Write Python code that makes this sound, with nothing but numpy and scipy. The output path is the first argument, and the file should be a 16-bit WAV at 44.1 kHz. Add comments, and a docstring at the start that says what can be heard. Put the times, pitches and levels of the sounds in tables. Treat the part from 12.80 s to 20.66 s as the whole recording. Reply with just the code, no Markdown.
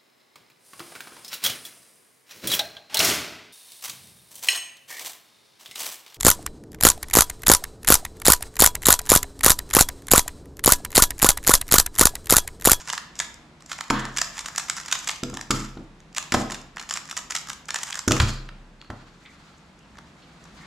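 """Puzzle cube over a desk

A plastic puzzle cube is turned fast in one hand: sliding grains and clacks excite resonances, and each
contact adds a hollow note. Now and then the cube knocks the desk: decaying desk modes and a slow low ring of
the room. Late on it drops, the hand slaps down and quiet taps follow. Brief rubs are banded hiss; sleeves
rustle as shaped noise over quiet room air. Close stereo microphone, short reverberation.
"""
import sys
import numpy as np
from scipy import signal
from scipy.fft import rfft, irfft, next_fast_len
from scipy.io import wavfile
from scipy.ndimage import map_coordinates

SR = 44100
rng = np.random.default_rng(int(sys.argv[2]) if len(sys.argv) > 2 else 0)


def store_wav(level_fs):
    """Save 16-bit WAV to argv[1]."""
    pcm = np.round(np.clip(np.atleast_2d(level_fs), -1, 1) * 32767)
    wavfile.write(sys.argv[1], SR, pcm.T.astype(np.int16))


N = 346626


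def amp(db):
    """dB to gain."""
    return 10 ** (np.asarray(db) / 20)


def unit(x):
    """Scaled to rms 1."""
    return x / np.sqrt(np.mean(x ** 2) + 1e-20)


def along(points, hz):
    """(Hz, value) points interpolated on a log frequency axis."""
    point_hz, value = np.transpose(points)
    return np.interp(np.log(hz + 1), np.log(point_hz + 1), value)


def curve(rows):
    """Gain per sample from (s, dB) rows, -120 dB outside them."""
    s, db = np.transpose(rows)
    return amp(np.interp(np.arange(N) / SR, s, db, -120, -120))


def wobble(knots_per_s):
    """Smooth random curve: a spline through Gaussian knots."""
    knots = rng.standard_normal(int(N * knots_per_s / SR) + 4)
    return map_coordinates(knots, [np.arange(N) * knots_per_s / SR])


def filtered(x, response):
    """x times a complex response of frequency."""
    m = next_fast_len(N + SR // 2)
    return irfft(rfft(x, m) * response(np.fft.rfftfreq(m, 1 / SR)), m)[..., :N]


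def through(x, modes):
    """x through causal resonances that radiate little outside their range; white noise keeps its rms."""
    def response(f):
        h = 0
        for k, (hz, width_hz, db) in enumerate(modes):
            damping = 1j * f * width_hz
            h = h + (-1) ** k * amp(db) * damping / (hz * hz - f * f + damping)
        h = h * (1j * f / (1j * f + modes[0][0] / 2)) ** 2  # low cut
        h = h / (1j * f + 2 * modes[-1][0])  # high cut
        return h / np.sqrt(np.mean(np.abs(h) ** 2))
    return filtered(x, response)


# left-right correlation of diffuse sound: (frequency [Hz], correlation [0-1])
LIKENESS = [(60, 0.96), (180, 0.96), (350, 0.92), (600, 0.7), (1000, 0.73), (2500, 0.25), (5500, 0.54),
            (9000, 0.6), (14000, .3)]


def diffuse(pair):
    """Two unrelated signals mixed to the left-right correlation of a diffuse field."""
    def mid_side(hz):
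        turn = np.arccos(np.clip(along(LIKENESS, hz), -1, 1)) / 2
        return np.array([np.cos(turn), np.sin(turn)])
    mid, side = filtered(pair, mid_side)
    return np.array([mid + side, mid - side])


def coloured(spectrum, gain):
    """Noise pair with a given gain, shaped to a spectrum, rms 1."""
    noise = gain * rng.standard_normal((2, N))
    return unit(filtered(noise, lambda hz: amp(along(spectrum, hz))))


# air spectrum: (frequency [Hz], relative density [dB per Hz])
AIR_SPECTRUM = [(13, -63), (22, -14), (55, -1), (80, -4.5), (106, -13), (152, 0.5), (211, -4), (337, -9.5),
                (409, -14), (814, -14), (2660, -21.5), (2890, -24), (3920, -25.5), (7810, -34),
                (16000, -57)]
# air level before its random wobble: (time [s], level [dB])
AIR_LEVEL = [(0, -51.5), (5.9, -52.5), (7, -52.5), (7.87, -48.5)]


def room_air():
    """Room air: diffuse shaped noise whose level wanders slowly."""
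    return diffuse(curve(AIR_LEVEL) * amp(wobble(2.86)) * coloured(AIR_SPECTRUM, 1))


# layers sliding on each other: (time [s], hold [s], level [dB])
SLIDES = [(0.0, 0.0059, -36), (0.383, .01, -40.5), (0.898, 0.0061, -38.5), (1.2, 0.012, -41),
          (1.347, 1, -45), (2.244, .01, -50), (2.731, 0.066, -33.5), (3.561, 0.063, -32),
          (4.103, 0.093, -43), (4.997, 0.092, -40.5), (5.35, 0.13, -36.5)]
SLIDE_RISE_DB_PER_S, SLIDE_FALL_DB_PER_S = 455, 149


def sliding():
    """Strength of the sliding: each slide swells fast, holds and fades."""
    t = np.arange(N) / SR
    strength = np.zeros(N)
    for s, hold_s, db in SLIDES:
        rise_db = SLIDE_RISE_DB_PER_S * np.clip(s - t, 0, None)
        fall_db = SLIDE_FALL_DB_PER_S * np.clip(t - s - hold_s, 0, None)
        strength += amp(db - rise_db - fall_db)
    return strength


def swell(rise_s):
    """Strength of a contact: it peaks at 1 after the rise time, then dies away."""
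    u = np.arange(SR // 32) / SR / max(rise_s, .0002)
    return u * np.exp(1 - u)


def touches(shape):
    """Chatter of tiny touches inside a contact, with the energy of the smooth shape."""
    n = shape.shape[1]
    spikes = amp(4.1 * np.repeat(rng.standard_normal(n // 20 + 1), 20)[:n])
    rough = shape * spikes * rng.standard_normal(shape.shape)
    energy_match = np.linalg.norm(shape, axis=1, keepdims=True) / np.linalg.norm(rough, axis=1, keepdims=True)
    return rough * energy_match


# clacks of cube pieces, and late on quiet taps of hand and cube on the desk:
# (peak time [s], tick [dB], hollow part [dB re tick], edge [dB re tick], rise [ms])
CLACKS = [(0.0762, -34, -0.5, -2, 1.9), (0.0861, -30, -4.0, -5, 2.17), (0.093, -32, 0.5, -4, 1.93),
          (0.1009, -23.5, -4.0, 1, 1.15), (0.1284, -25, -6, -6, 1.15), (0.1332, -24, -3, -6, 1.4),
          (0.141, -36, -1, 1, 2.26), (0.1526, -32, -9.0, -6, 0.9), (0.1789, -27.5, 0, -3.5, 1.84),
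          (0.355, -40, -20, -8, 0.76), (0.3909, -21, -18, -10.0, 1.04), (0.4012, -20.5, 0.5, -4, 1.51),
          (0.4187, -39.5, 6.5, -4.0, 1.94), (0.5427, -36.5, -19, -13, 0.83), (0.8068, -47.5, -4, -3, 1.1),
          (0.823, -44, -5, -6, 0.7), (0.8618, -40.5, -12.0, -16.0, 1.2), (0.896, -40.5, 0, -5, 2.2),
          (0.9165, -27.5, 0.5, -3.5, 1.6), (0.931, -35.5, -4, 0.5, 2), (0.983, -40.5, -7, -13, 1.56),
          (0.9886, -39, 8.5, -7, 1.14), (1.0092, -26.5, 0, -4.5, 1.23), (1.039, -42.5, -3, -2, 1.9),
          (1.0817, -42, -8, -15, 0.6), (1.1018, -27.5, 4.5, 6, 2.2), (1.1068, -20, 1, -6, 1.3),
          (1.2532, -30, 5.5, -2, 1.26), (1.3423, -41, -5, -15, 0.6), (1.3649, -29, 0, -4.0, 0.95),
          (1.3723, -18.5, -9, -7, 1.18), (1.3846, -18.5, -2, -3, 1.22), (1.3893, -20, -3.5, -4, 0.45),
          (1.4159, -16, -5, -10.0, 1.72), (1.5702, -37, -8, -6.0, 2), (1.58, -31.5, -2, -3, 2.1),
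          (1.5923, -25.5, -9, -4.5, 1.73), (1.6072, -34.0, -6, -4, 2.3), (1.6454, -44, 5, -7.0, 1.6),
          (1.6602, -28.5, -6, -3.5, 2.0), (1.6839, -28.5, -1.0, -7, 0.93), (1.75, -43, 6, -11.0, 2.1),
          (1.761, -20.5, -16.5, -11, 0.69), (1.7809, -17, -7.5, -9.5, 1.92), (1.7972, -31.5, -5, 0.5, 2.4),
          (1.8853, -34.0, 3, -2, 1.67), (1.8985, -16.5, -7, -4.0, 1.1), (1.9082, -42, -1.0, 4, 2.2),
          (1.9682, -31.0, -7.5, -10.0, 2.06), (1.9761, -34.5, 1, -5.0, 2.13), (1.983, -34, -1.5, -4, 1.46),
          (2.0004, -32.5, -3, -11.0, 1.9), (2.012, -37.5, -5.0, -7.0, 2.4), (2.0349, -42, -6, -1.0, 1.1),
          (2.0516, -47.5, 13, 1.0, 0.82), (2.061, -34, -4, -13, 1.5), (2.0832, -32.5, -1, -1.0, 1.7),
          (2.1026, -45, 7, -2.0, 1.6), (2.1149, -25, -7.0, -2, 1.5), (2.1258, -16.5, -7.5, -4, 2.2),
          (2.153, -29.5, -0.5, -3, 2.3), (2.19, -30.5, -18, -15, 1.16), (2.2463, -34, -22, -20, 1.1),
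          (2.2746, -22.5, -5.5, -5.5, 1.95), (2.2888, -21.5, -14, -2, 0.97),
          (2.2932, -24.5, 2.0, 2.5, 1.28), (2.3055, -29.5, -11, -9, 1.55), (2.3142, -24.0, -12, -18, 1.58),
          (2.3595, -38.5, -8, -9.0, 1.9), (2.435, -23, -9, -1.5, 0.81), (2.4995, -35.5, -3, -15, 0.9),
          (2.541, -35, -2, -12, 1.9), (2.549, -41, -4, -3.0, 2.2), (2.5717, -28.5, 4.5, -4, 1.04),
          (2.5928, -43, 8, -2, 0.8), (2.612, -28, -6.0, -8, 1.2), (2.7085, -17, -5.5, -3.5, 2.6),
          (2.975, -68, 10, 21, 1.7), (3.204, -50, -14, -3, 0.85), (3.328, -49.5, -17, -3, 0.6),
          (3.3487, -35, -9, -6, 1.14), (3.366, -27.5, -6.5, -3.5, 2.3), (3.3731, -30.0, -0.5, -2, 2.2),
          (3.3824, -18, -4.5, -4.5, 1.17), (3.5228, -21, 2.5, -3.0, 2.1), (3.54, -17.5, -4, 1.5, 0.8),
          (3.5438, -19.5, 3, -6.0, 1.25), (3.5484, -26, 3.5, -1, 2.37), (3.7004, -38, 6, -6, 0.99),
          (3.7081, -30.5, -4, -6, 1.28), (3.7205, -30, 0.5, -1.5, 2.5), (3.7443, -33.5, -5, -0.5, 2.26),
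          (3.7539, -40, 3, -3, 0.98), (3.815, -44, -18, -16, 1.7), (3.962, -41, -10, -9, 0.6),
          (3.9696, -39, 10.5, -8, 0.96), (3.9826, -43, 6, 0.0, 2.3), (3.9978, -35.5, 4, 5, 2),
          (4.0136, -36, 0, -10, 1.14), (4.026, -36.5, -15, -2, 1.2), (4.0337, -48.5, 6, -4, 2.14),
          (4.0918, -31.5, -5, -8, 1.34), (4.0972, -29, -9.0, -7, 1.3), (4.1099, -22.0, -4, -3, 1.15),
          (4.126, -33, -6, -2, 2.2), (4.1395, -22.5, -18.0, -9, 0.83), (4.1569, -36.5, 11.5, 5, 0.42),
          (4.1622, -29.5, -2.5, -4, 1.27), (4.1723, -29.5, -1, -2.5, 2.2), (4.255, -39.5, -10, -12, 0.77),
          (4.277, -38, -10, -9, 0.59), (4.289, -46.0, 8, 0, 1.05), (4.2973, -37.5, -5, -3, 2.5),
          (4.3122, -28.5, -7, -1.0, 1.87), (4.3267, -35.5, 3.5, -12, 0.57), (4.368, -25, -8.0, -7, 1.73),
          (4.3752, -25, -5, -6, 1.6), (4.3851, -36, -3, -2, 1.73), (4.3903, -32, -1, -8, 1.17),
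          (4.5021, -36.5, -1, -3, 2), (4.508, -24.5, -4.5, -13, 1.7), (4.5214, -31.5, -1.5, 0.5, 1.67),
          (4.5519, -21.5, -3.5, -7, 1.96), (4.5636, -24.5, -16, -2.5, 2.2), (4.573, -31.5, 4.0, -2, 0.9),
          (4.586, -33.5, -23, -12, 1.1), (4.6147, -35, -17, -14, 0.43), (4.672, -36.5, 1, -7, 1.1),
          (4.6868, -34.5, -1, -8, 1.75), (4.6969, -26, -11, -13, 0.74), (4.701, -25.5, -3.0, -1.5, 0.79),
          (4.7165, -38.0, -2.0, -7, 1.2), (4.7318, -33, -10, -9, 1.5), (4.8558, -44, -12, -10, 0.9),
          (4.8852, -32.5, 0, -15, 0.7), (4.8888, -33.5, 3, 1.0, 1.9), (4.9062, -25.5, -1.0, 1.5, 1.17),
          (4.944, -21, -4, -3.5, 1.03), (4.96, -23.5, -3, -3.5, 2.13), (4.987, -33.5, -3, 0, 1.94),
          (5.023, -41, -12, -7.5, 1.3), (5.0334, -22.5, -7, -6.5, 1.6), (5.102, -34, 1, -19, 0.9),
          (5.107, -29, -4, -8.0, 0.82), (5.1267, -30.5, -3.0, 4.5, 1.4), (5.1441, -32.5, -2.0, -5.0, 1.5),
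          (5.1552, -24.0, -5, -12, 0.93), (5.174, -35, 1.5, -6, 2.7), (5.1921, -21.5, -6.5, -5, 0.72),
          (5.2793, -15, -5.0, -11, 1.2), (5.2842, -17.5, -8, -9, 0.83), (5.3088, -24, -8.5, 1, 2.16),
          (5.3197, -17, -12, -1.5, 2.76), (5.3669, -29.5, 6, -8, 2.2), (5.4011, -24.5, 7.5, 8.5, 2.2),
          (5.69, -59, 23.5, 19, 1.14), (6.015, -56, 8, 18.5, 0.93), (6.0237, -61, 17, 9, 0.79),
          (6.0472, -65, 18, 6, 1.4), (6.1035, -53, 19, 11, 1.73), (6.1115, -60, 17, 2, 0.66),
          (6.4464, -70, 0, 14, 0.46), (6.4602, -65.5, 8, 21, 1.4), (6.9915, -52.5, -10, -15, 0.7),
          (7.155, -60, 10, -3, 1), (7.172, -55, 5, -3, 1.2), (7.1853, -53, 16.5, 4, 2.17),
          (7.6405, -45.5, -2, -14, 0.95), (7.655, -53.5, 8, 0, 1.2), (7.8547, -62, 17, 8, 0.71)]
# faint loose tick after each contact: delay is half-normal, level re contact
STRAY_DELAY_SCALE_S, STRAY_DB, STRAY_SCATTER_DB, STRAY_RISE_MS = 0.037, -22, 5, 0.93
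NOTE_HZ, NOTE_LOG_SPREAD = 1383, 0.255  # middle pitch of the hollow notes


def contacts():
    """Clacks, late taps and their stray ticks: rows (s, tick dB, hollow dB, edge dB, rise s, note Hz)."""
    s, db, hollow_re_db, edge_re_db, rise_ms = np.transpose(CLACKS)
    luck = rng.standard_normal((4, len(s)))
    s = np.append(s, s + STRAY_DELAY_SCALE_S * np.abs(luck[0]))
    db = np.append(db, db + STRAY_DB + STRAY_SCATTER_DB * luck[1])
    hollow_db = db + np.tile(hollow_re_db, 2)
    edge_db = db + np.tile(edge_re_db, 2)
    rise_s = np.append(rise_ms, np.full(len(rise_ms), STRAY_RISE_MS)) / 1000
    note_hz = NOTE_HZ * np.exp(NOTE_LOG_SPREAD * luck[2:].ravel())
    return zip(s, db, hollow_db, edge_db, rise_s, note_hz)


# contact resonances: (frequency [Hz], width [Hz], relative level [dB])
TICK_MODES = [(5020, 740, 11.5), (7060, 1130, 13), (8020, 56, -21.5), (8600, 500, -23), (12960, 530, -20)]
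HOLLOW_MODES = [(1012, 490, -0.6), (1360, 253, 2), (1720, 400, -3)]
EDGE_MODES = [(2140, 1020, 0.1), (3800, 1470, 0.62), (4610, 830, -1.7)]
NOTE_DB = -8  # re hollow part
SCRAPE_DB, SCRAPE_S = -17, .003  # scrape before a contact: level re contact, growth time
JOLT_S = .007  # contacts this near a blow on the desk come without warning


def cube():
    """Contacts and sliding grains ring the same resonances; each contact adds its own hollow note."""
    force, notes = np.zeros((3, N + SR)), np.zeros(N + SR)
    t = np.arange(SR // 64) / SR
    for s, db, hollow_db, edge_db, rise_s, note_hz in contacts():
        at = round((s - rise_s) * SR)
        levels = amp([[db], [hollow_db], [edge_db]])
        force[:, at:at + SR // 32] += levels * touches(np.tile(swell(rise_s), (3, 1)))
        # a scrape of growing pressure leads into the contact
        if all(abs(s - blow[0]) > JOLT_S for blow in BLOWS):
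            pressure = amp(SCRAPE_DB) * np.exp(-t[::-1] / SCRAPE_S)
            force[:, at - len(t):at] += levels * pressure * rng.standard_normal((3, len(t)))
        tone = np.sin(2 * np.pi * (note_hz * t + rng.random()))
        notes[at:at + len(t)] += amp(hollow_db + NOTE_DB) * swell(rise_s)[:len(t)] * tone
    # sliding: dense grains in clumps, shared over tick, hollow, edge
    clumps = unit(amp(1.74 * wobble(300) + 5.0 * wobble(55)))
    grains = clumps * rng.standard_normal((3, N))
    tick, hollow, edge = force[:, :N] + sliding() * amp([[-6], [-9], [-11]]) * grains
    return through(tick, TICK_MODES) + through(hollow, HOLLOW_MODES) + through(edge, EDGE_MODES) + notes[:N]


# short reverberation: (frequency [Hz], t60 [s])
ROOM_T60 = [(200, 0.58), (1000, 0.57), (3500, 0.55), (9000, 0.3), (14000, 0.46)]


def room(x):
    """Reverberation: each frequency dies at its own speed; each short stretch gets a new noise tail."""
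    wet, size = np.zeros((2, N + SR)), SR // 6
    predelay = 250  # samples
    for at in range(0, N, size):
        hz, t, z = signal.stft(rng.standard_normal((2, SR // 2)), SR, nperseg=256)
        decay = amp(-60 * t / along(ROOM_T60, hz)[:, None])
        tail = signal.istft(z * decay, SR, nperseg=256)[1]
        part = signal.fftconvolve(x[None, at:at + size], tail / np.linalg.norm(tail[0]), axes=1)
        start = at + predelay
        wet[:, start:start + part.shape[1]] += part
    return diffuse(wet[:, :N])


def ring(modes, rise_s, scatter_db):
    """Decaying modes excited once, each at a new strength."""
    t = np.arange(SR) / SR
    tones = np.zeros(SR)
    for hz, db, t60_s in modes:
        decay = amp(db + rng.normal(0, scatter_db) - 60 * t / t60_s)
        tones += decay * np.sin(2 * np.pi * hz * t)
    return (1 - np.exp(-t / rise_s)) * tones


# blows on the desk:
# (time [s], panel [dB], long sway [dB re panel], boom [dB re panel], rap [dB re panel])
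BLOWS = [(1.104, -21.5, -9.5, -13, 11), (2.431, -26.5, -13, -22, -2.5), (2.53, -40, -27, 0, 4),
         (2.705, -21.5, -9.5, -12, 4.5), (2.97, -37.5, -19, -4, -0.5), (3.523, -25, -22, -23, -14),
         (3.543, -20.5, -16, -7, 5), (5.277, -20.5, -16, -6, -2), (5.308, -20.5, -9, -11, 6.5),
         (5.318, -26.5, -9.5, -23, 0), (5.402, -30.5, 2.5, 14.5, 1), (5.429, -38, 2.5, 19, -5),
         (6.008, -60.5, -2, -14, 4), (6.10, -37, -10.5, 3, 8.5)]
# desk top modes; the sway's 129 Hz is a slow low ring of the room:
# (frequency [Hz], relative level [dB], t60 [s])
PANEL_MODES = [(171, 1, 0.04), (212.2, -1, 0.21), (243.2, -0.5, 0.14), (269.7, -1, 0.15), (315.4, 2, 0.13),
               (347, -2, 0.076), (401, -12.5, .15), (432, -19, 0.26), (489, -14.5, 0.34),
               (624, -10.5, 0.07)]
BOOM_MODES = [(70.7, -8.5, 0.24), (83.3, 5, 0.089), (101.3, 1.5, 0.29)]
SWAY_MODES = [(33.1, -1, 1.19), (129.14, 5, 0.78)]
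# rap resonances: (frequency [Hz], width [Hz], relative level [dB])
RAP_MODES = [(553, 400, -3.5), (675, 212, 3.5), (1055, 750, -6), (1470, 265, -4)]


def desk():
    """Blows ring the desk top and, low and slow, the room; where and how softly they hit shares out the modes."""
    panel, deep, rap = np.zeros((3, N + SR))
    for s, db, sway_db, boom_db, rap_db in BLOWS:
        at = round(s * SR)
        panel[at:at + SR] += amp(db) * ring(PANEL_MODES, 0.0014, 1.95)
        deep[at:at + SR] += amp(db + boom_db) * ring(BOOM_MODES, 0.0038, 2.7)
        deep[at:at + SR] += amp(db + sway_db) * ring(SWAY_MODES, 0.005, 1.5)
        rap[at:at + SR // 32] += amp(db + rap_db) * touches(swell(0.0016)[None])[0]
    return panel[:N], deep[:N], through(rap[:N], RAP_MODES)


# brief drags over desk and plastic:
# (time [s], length [s], centre [Hz], width [Hz], level before envelope [dB])
RUBS = [(1.126, 0.28, 920, 696, -40.5), (1.13, 0.22, 1610, 500, -34.5), (1.126, 0.2, 3300, 1484, -39),
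        (5.416, 0.22, 4500, 910, -40), (5.998, 0.13, 4260, 350, -58), (6.446, 0.089, 2160, 400, -51),
        (6.451, 0.04, 3400, 400, -55), (6.774, .015, 6440, 2500, -60), (7.001, 0.087, 2920, 400, -63),
        (7.417, 0.071, 3500, 2000, -57), (7.805, 0.14, 2020, 500, -53)]


def rubs():
    """Cube and fingers drag briefly: hiss in a steep band, quick to start and slow to fade."""
    out = np.zeros(N + SR)
    for s, length_s, hz, width_hz, db in RUBS:
        t = np.arange(round(length_s * SR)) / SR
        edges_hz = [hz - width_hz / 2, hz + width_hz / 2]
        band = signal.butter(2, edges_hz, "bandpass", fs=SR, output="sos")
        hiss = unit(signal.sosfilt(band, rng.standard_normal(len(t))))
        envelope = np.interp(t, [0, .008, length_s], [0, 1, 0])
        at = round(s * SR)
        out[at:at + len(t)] += amp(db) * envelope * hiss
    return out[:N]


# sleeves and skin moving: (time [s], rustle level [dB])
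RUSTLE = [(5.92, -84), (6.05, -75.5), (6.17, -56), (6.33, -60.5), (6.7, -55.5), (6.97, -67), (7.45, -60.5),
          (7.7, -56.5), (7.87, -50.5)]
# spectra of rustle and bright swish: (frequency [Hz], relative density [dB per Hz])
RUSTLE_SPECTRUM = [(500, -12), (1200, 7), (2500, -2), (4500, -2), (7000, -18.5), (12000, -47)]
SWISH_SPECTRUM = [(2000, -23.5), (5000, 0), (7000, 6), (10000, -8.5), (14000, -14), (16000, -12)]
SWISH_DB = -10  # re rustle


def cloth():
    """Sleeves and skin: flickering diffuse noise, a rustle plus a brighter swish."""
    rustle = coloured(RUSTLE_SPECTRUM, amp(2.1 * wobble(40)))
    swish = coloured(SWISH_SPECTRUM, amp(2.2 * wobble(40)))
    return diffuse(curve(RUSTLE) * (rustle + amp(SWISH_DB) * swish))


def ports(hz):
    """Direct path and desk-top bounce, each reaching the two ports a little differently."""
    side = np.array([[-1], [1]])  # left, right
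    direct = amp(0.74 * side) * np.exp(1j * np.pi * hz * .000012 * side)
    bounce_delay_s = 0.000587 + .00006 * side
    return direct + amp(-17.0) * np.exp(-2j * np.pi * hz * bounce_delay_s)


def scene():
    """The cube sits a little to the right; the panel and the deep ring reach both ports alike."""
    panel, deep, rap = desk()
    hits = cube() + rubs()
    close = filtered(hits + rap, ports) + panel + deep
    reverb = room(amp(-7.0) * hits + amp(-2.5) * rap + amp(-3.0) * panel)
    return close + reverb + room_air() + cloth()


# microphone response: (frequency [Hz], gain [dB])
MICROPHONE = [(11000, 0), (13000, 0.5), (15000, -17), (16000, -13)]
CEILING, KNEE = .62, 4  # soft overload: full-scale limit, sharpness
TOP_HZ = 16000


def record(dry):
    """The microphone loses top treble; the recorder rounds the peaks, then cuts all above its band limit."""
    heard = filtered(dry, lambda hz: amp(along(MICROPHONE, hz)))
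    rounded = heard / (1 + np.abs(heard / CEILING) ** KNEE) ** (1 / KNEE)
    return filtered(rounded, lambda hz: hz < TOP_HZ)


dry = scene()
out = record(dry)
store_wav(out)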